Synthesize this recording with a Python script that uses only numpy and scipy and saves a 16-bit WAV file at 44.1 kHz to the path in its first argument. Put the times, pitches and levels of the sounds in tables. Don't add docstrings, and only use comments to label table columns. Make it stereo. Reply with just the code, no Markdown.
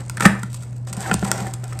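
import sys
import numpy as np
from scipy import signal
from scipy.fft import rfft, irfft
from scipy.io import wavfile
from scipy.ndimage import uniform_filter1d

SR = 44100
rng = np.random.default_rng(int(sys.argv[2]) if len(sys.argv) > 2 else 0)


def ratio_of_db(decibels):
    return 10 ** (np.asarray(decibels, float) / 20)


def unload_wav(signal):
    wavfile.write(
        sys.argv[1],
        SR,
        np.round(np.clip(np.atleast_2d(signal).T, -1, 1) * 32767).astype(np.int16),
    )


N = 79380

# f/Hz, level/dB
CRACK_COLOUR = [(590, -29.5), (1000, -0.5), (1770, -11), (3050, -10), (6470, -4), (8070, 1.5),
                (10800, -3.5), (13000, -17), (16000, -11.5)]
# f/Hz, level/dB, t60/s
COUNTER_MODES = [(199.1, -4, 0.28), (175.6, -14, 0.33), (184.5, -2.5, 0.098), (73.3, -15.5, 0.3)]
FIRST_TOUCH = 0.76


def evened(x):
    return x / np.sqrt(np.mean(x ** 2) + 1e-20)


def read(points, hz):
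    f, value = np.transpose(points)
    return np.interp(np.log(hz + 1), np.log(f + 1), value)


def colour(x, points):
    log_gain = read(points, abs(np.fft.fftfreq(4096, 1 / SR))) * np.log(10) / 20
    taps = np.fft.ifft(np.exp(np.conj(signal.hilbert(log_gain)))).real[:1024]
    return signal.oaconvolve(x, taps / np.linalg.norm(taps))[:N]


def ring(x, modes, rise_s=1e-4):
    t = np.arange(SR // 2) / SR
    tap = sum(ratio_of_db(db - 60 * t / t60) * np.sin(2 * np.pi * hz * t) for hz, db, t60 in modes)
    return signal.oaconvolve(x, tap * (1 - np.exp(-t / rise_s)) / abs(tap).max())[:N]


def bursts(times, levels_db, lengths_s, touch=0):
    out = np.zeros(N + 2048)
    t = np.arange(2048) / SR
    noise = rng.standard_normal((len(times), 2048))
    for s, db, length, grain in zip(times, levels_db, lengths_s, noise):
        burst = grain * np.sqrt(t / length) * np.exp(-(t / length) ** 1.5)
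        burst[1] = touch * np.linalg.norm(burst)
        out[round(s * SR):][:2048] += ratio_of_db(db) * burst / np.linalg.norm(burst)
    return out[:N]


def pushes(times, levels_db):
    lag_s = 0.00448
    out = np.zeros(N)
    out[np.round((np.array(times) + lag_s) * SR).astype(int)] = ratio_of_db(levels_db)
    return out


def whistle(x, hz, width_hz):
    turn = np.exp(2j * np.pi * np.cumsum(hz) / SR)
    r = np.exp(-np.pi * width_hz / SR)
    return 2 * (turn * signal.lfilter([1 - r], [1, -r], x / turn)).real


def fridge():
    # f/Hz, level/dB
    hum = [(121.4, -30)]
    waver_db = 0.4
    t = np.arange(N) / SR
    waver = evened(sum(np.sin(2 * np.pi * (f * t + rng.random())) for f in np.geomspace(.7, 6, num=8)))
    return sum(ratio_of_db(db + 5.0 + waver_db * waver) * np.sin(2 * np.pi * hz * t) for hz, db in hum)


def air():
    # f/Hz, level/dB
    air_colour = [(15, -64), (25, -11.5), (126, -11.5), (173, -16), (392, -31.5), (599, -32), (3630, -63.5),
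                  (8030, -59.5), (14000, -102.5)]
    # f/Hz, likeness/1
    likeness = [(60, 1), (250, 0.58), (1000, 0.31), (8000, 0.21)]
    level_db = -37
    hz = np.fft.rfftfreq(2048, 1 / SR)
    a, b, c, d = rng.standard_normal((N // 512 + 5, 1025, 4)).T
    same = np.clip(read(likeness, hz), -1, 1)[:, None]
    left = a + 1j * b
    right = same * left + np.sqrt(1 - same ** 2) * (c + 1j * d)
    z = np.array([left, right]) * ratio_of_db(read(air_colour, hz)[:, None])
    return ratio_of_db(level_db) * evened(signal.istft(z, nperseg=2048, noverlap=1536)[1][:, :N])


def crumb_tears():
    tears_per_s, spread_db, clump_db = 20000, 2, 4.5
    force = ratio_of_db(spread_db * np.minimum(rng.exponential(1, N), 4)) * rng.standard_normal(N)
    tears = force * (rng.random(N) < tears_per_s / SR)
    slow = uniform_filter1d(uniform_filter1d(rng.standard_normal(N), size=300), size=300)
    return evened(tears * ratio_of_db(clump_db * evened(slow)))


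def teeth_whistles(press):
    # t/s, low f/Hz, high f/Hz, level/dB
    stroke = [(.96, 700, 1350, 2), (1.0, 754, 1440, 16), (1.03, 820, 1510, 18.5), (1.053, 1010, 1700, 21),
              (1.07, 783, 1360, 21), (1.09, 706, 1220, 16), (1.11, 715, 1020, 14), (1.24, 776, 1530, 2),
              (1.3, 810, 1640, 8), (1.38, 785, 1950, 11), (1.43, 730, 1860, 13), (1.52, 740, 1630, 13.5)]
    t = np.arange(N) / SR
    at, low_hz, high_hz, teeth_db = np.transpose(stroke)
    rub = press * ratio_of_db(np.interp(t, at, teeth_db, -60, -60))
    return sum(whistle(rub, np.interp(t, at, hz), width_hz=90) for hz in (low_hz, high_hz))


def rasp():
    # t/s, tearing level/dB, pressure level/dB
    sawing = [(0, -44.5, -35), (0.052, -60.5, -51), (0.188, -52, -44), (0.253, -25, -18), (.30, -52, -27),
              (0.519, -59.5, -59), (0.558, -52, -51.5), (0.662, -60, -50), (0.86, -71.5, -61),
              (0.873, -45, -41), (0.916, -55.5, -46), (1.037, -42.5, -33), (1.114, -40, -31),
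              (1.197, -54, -48), (1.256, -38.5, -29), (1.462, -45, -35), (1.579, -63.5, -48),
              (1.698, -53.5, -42)]
    # f/Hz, level/dB
    tear_colour = [(1500, -27.5), (2500, -6.5), (5500, -5.5), (7000, -5), (8000, 3.5), (9500, -9),
                   (11500, -9), (14500, -21)]
    # f/Hz, level/dB
    body_colour = [(100, -23.5), (300, 3.5), (800, 0.5), (1500, -3), (2200, -8.5), (4000, -39), (9000, -38)]
    # f/Hz, level/dB, t60/s
    blade_modes = [(784.4, -3, 0.098), (1434, -26, 0.0083), (403, -4, 0.03)]
    tear_gain_db, board_db, counter_db = 6.5, -24, -24
    new_slice_s, smooth_share = 0.86, 1.2
    s, tear_db, press_db = np.transpose(sawing)
    t = np.arange(N) / SR
    tears = crumb_tears()
    rough = np.roll(tears, SR // 3)
    press = evened(rough + smooth_share * rng.standard_normal(N)) * ratio_of_db(np.interp(t, s, press_db))
    tearing = colour(tears * ratio_of_db(tear_gain_db + np.interp(t, s, tear_db)), tear_colour)
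    blade = ring(press * (t > new_slice_s), blade_modes) * ratio_of_db(board_db)
    body = colour(press, body_colour)
    counter = ring(press, COUNTER_MODES) * ratio_of_db(counter_db)
    return tearing + blade + body + counter + teeth_whistles(press)


def snaps():
    # t/s, peak level/dB, board share level/dB, length/ms
    cracks = [(0.039, -44, -17, 0.36), (.052, -38.5, -20, .5), (0.063, -37, -11.5, 0.98),
              (0.082, -35.5, -23, 0.59), (0.0975, -14.5, -9.5, 1.2), (.171, -19.5, -24, 2.2),
              (0.18, -29, 3, 0.62), (0.199, -22, -1, 0.97), (0.2063, -15.5, 2.5, 0.78),
              (0.2086, -12.5, 1, 2), (0.2237, -25.5, 12.5, 1.8), (0.2349, -24, -2, 0.68),
              (0.262, -3, -16, 0.87), (0.4323, -20, -1, 2.2), (0.531, -26.5, -57, 0.81),
              (0.544, -21.5, -33, 4.5), (0.549, -29, -33, 2.1), (.625, -33, -9, 2.3),
              (.633, -29.5, -8, 3.8), (.701, -52.5, -20, .7), (.709, -44, -12, .9), (0.73, -41, -13, 0.99),
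              (.766, -40, -12, 1.6), (.782, -42, -17.5, 1.3), (0.871, -42, -24.5, 2.7),
              (.875, -49, -24, 1.3), (0.899, -35, -31.5, 0.41), (0.929, -17.5, -12.5, 2.4),
              (0.934, -21, -22, 2.1), (0.968, -22.5, -18, 5.4), (1.006, -20, -25, 1.54),
              (1.029, -26.5, 0, 1.5), (1.141, -6, -22, 1.56), (1.1947, -22.5, -31, 0.27),
              (1.248, -18.5, -2, 4.1), (1.284, -24, -19, 1.2), (1.3158, -1.5, -4.5, 0.58),
              (1.358, -30, -23, 0.65), (1.38, -23.5, -20, 0.24), (1.431, -32, -17, 0.57),
              (1.469, -25.5, -30, 0.87), (1.5379, -16.5, -48, 2.2), (1.641, -23, -33, .9),
              (1.656, -37, -25, .6), (1.680, -31.5, -18, 2.3), (1.730, -29, -2, 1.2), (1.773, -63, -25, .6),
              (1.791, -18.5, -43, 1.7)]
    # f/Hz, level/dB, t60/s
    board_modes = [(1000, -6, .012), (1400, 0, .02), (1900, -4, .012), (3300, -6, .005)]
    lead_s, tick_db, body_db = 0.00017, 1.5, 8
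    s, db, board_db, ms = np.transpose(cracks)
    tick = bursts(s - lead_s, db + 13.5, ms / 1000, touch=0.71)
    body = bursts(s, db + board_db + body_db, ms / 1000, FIRST_TOUCH)
    return ratio_of_db(tick_db) * colour(tick, CRACK_COLOUR) + ring(body, board_modes)


def blows(table, modes, hiss_db, touch):
    s, db, counter_db, length_s = np.transpose(table)
    contact = bursts(s, db, length_s, touch)
    hiss = ratio_of_db(hiss_db) * colour(contact, CRACK_COLOUR)
    boom = ring(pushes(s, counter_db), COUNTER_MODES, rise_s=0.00076)
    return ring(contact, modes) + hiss + boom


def blade_slaps():
    # t/s, board level/dB, counter level/dB, contact/s
    slap_table = [(.172, -13, -32, 0.0017), (.2065, -2.5, -34, 0.0022), (.222, -3, -16, 0.0025),
                  (.236, -13, -35, 0.0019), (.243, -3, -38, 0.014), (.2495, -1.5, -36, 0.0032),
                  (.2535, 16.5, 4.5, 0.0034), (.259, -5, -13.5, 0.0021), (.264, 2, -30, 0.0066),
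                  (.431, -36, -20.5, 0.00061), (1.725, -17.5, -52, 0.00065)]
    # f/Hz, level/dB, t60/s
    slap_modes = [(512, -10, 0.027), (828, -6.5, 0.033), (1330, -13, 0.013), (1292, -1, 0.045),
                  (1584, 1.5, .016), (1756, 6, 0.022), (1950, -14.5, 0.042), (2340, -4.5, 0.009),
                  (2450, -23, .012)]
    return blows(slap_table, slap_modes, hiss_db=-6, touch=0.33)


def blade_ping():
    # f/Hz, level/dB, t60/s
    ping_modes = [(760, 2, .05), (3300, -12, .04), (4000, -12, .05), (4800, -8, .06), (6200, -10, .04),
                  (7850, -3, .05), (9300, -8, .05), (11200, -8, .05)]
    return ring(bursts([0.870], [-31], [0.004]), ping_modes)


def knocks():
    # t/s, board level/dB, counter level/dB, contact/s
    knock_table = [
        (.872, -29.5, -37, 0.01),
        (.908, -41, -26, 0.0014),
        (.970, -22.5, -17.5, 0.0026),
        (1.005, -25, -41, 0.0022),
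        (1.114, 6, -8.5, 0.0013),
        (1.142, -11, -9, 0.00096),
        (1.2275, -5, -10.5, 0.00036),
        (1.382, -12.5, -40, 0.017),
        (1.413, -34, -20, 0.0018),
        (1.636, -19.5, -50, 0.014),
    ]
    # f/Hz, level/dB, t60/s
    knock_modes = [(438, -2.5, 0.031), (295, -15, 0.022), (758, 3.5, 0.025), (1027, -16, 0.12),
                   (1405, 3, 0.022), (1736, -11.5, 0.036), (2470, -14, 0.05)]
    return blows(knock_table, knock_modes, hiss_db=-13.5, touch=FIRST_TOUCH)


def loaf_bump():
    # f/Hz, level/dB, t60/s
    bump_modes = [(68.7, 0, 0.154)]
    return ring(pushes([1.165], [-16]), bump_modes, rise_s=0.0037)


def kitchen(x):
    # f/Hz, t60/s
    decay = [(150, .25), (700, .34), (2000, .36), (8000, .3)]
    # f/Hz, level/dB
    echo_colour = [(200, -3.5), (320, 2), (1200, -5), (2600, 2), (4500, 1), (15000, -5.5)]
    taps = np.zeros((2, SR // 2))
    at = np.arange(20, SR // 2 - 20, 20) + rng.integers(0, 20, (2, (SR // 2 - 21) // 20))
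    np.put_along_axis(taps, at, rng.choice([-1., 1.], at.shape), 1)
    hz, t, z = signal.stft(taps, SR, nperseg=256)
    fade_db = read(echo_colour, hz)[:, None] - 60 * t / read(decay, hz)[:, None]
    tail = signal.istft(z * ratio_of_db(fade_db), SR, nperseg=256)[1]
    return signal.fftconvolve(x[None], tail / 8, axes=1)[:, :N]


def ports(x):
    # f/Hz, phase/rad
    port_phase = [(60, -1.5), (300, 0.78), (1200, 1.69), (2500, 1.2), (5000, 1.43), (8000, 1), (11000, 2),
                  (14000, 1.4)]
    turn = np.exp(.5j * read(port_phase, np.fft.rfftfreq(N, 1 / SR)))
    return np.array([irfft(rfft(x) * turn, N), irfft(rfft(x) / turn, N)])


def treble_gate(x):
    from_hz, gate_db, spread_db = 9700, -17, 3.5
    hz, t, z = signal.stft(x, SR, nperseg=1024, noverlap=768)
    power = (abs(z[:, :512]) ** 2).mean(0).reshape(32, 16, -1).mean(1) + 1e-20
    cover_db = uniform_filter1d(10 * np.log10(power[9:13].mean(0)), size=15)
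    patches = evened(uniform_filter1d(rng.standard_normal((len(t), 32)), size=12, axis=0)).T
    band_db = 10 * np.log10(uniform_filter1d(power, size=3))
    shut = band_db < cover_db + gate_db + spread_db * patches
    shut = np.repeat(shut, 16, axis=0)[np.minimum(np.arange(513), 511)]
    shut = shut & (hz > from_hz)[:, None]
    return signal.istft(z * ~shut, SR, nperseg=1024, noverlap=768)[1][:, :N]


def scene():
    near = rasp() + snaps() + blade_slaps() + blade_ping() + knocks() + loaf_bump()
    echo_db = -8
    return ports(near + fridge()) + ratio_of_db(echo_db) * kitchen(near) + air()


def roll_off(x):
    return signal.sosfilt(signal.butter(12, 16380, fs=SR, output="sos"), x)


def record(dry):
    # f/Hz, level/dB
    treble_shape = [(9700, 0), (10200, -15), (10900, -14), (11400, 0), (14200, 0), (15000, -14)]
    low_cut = signal.butter(1, 85, "high", fs=SR, output="sos")
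    cut = signal.sosfilt(low_cut, dry)
    heard = irfft(rfft(cut) * ratio_of_db(read(treble_shape, np.fft.rfftfreq(N, 1 / SR))), N)
    overloaded = np.clip(heard, -1, 1)
    mix = np.clip(treble_gate(overloaded), -1, 1)
    return roll_off(mix)


dry = scene()
out = record(dry)
unload_wav(out)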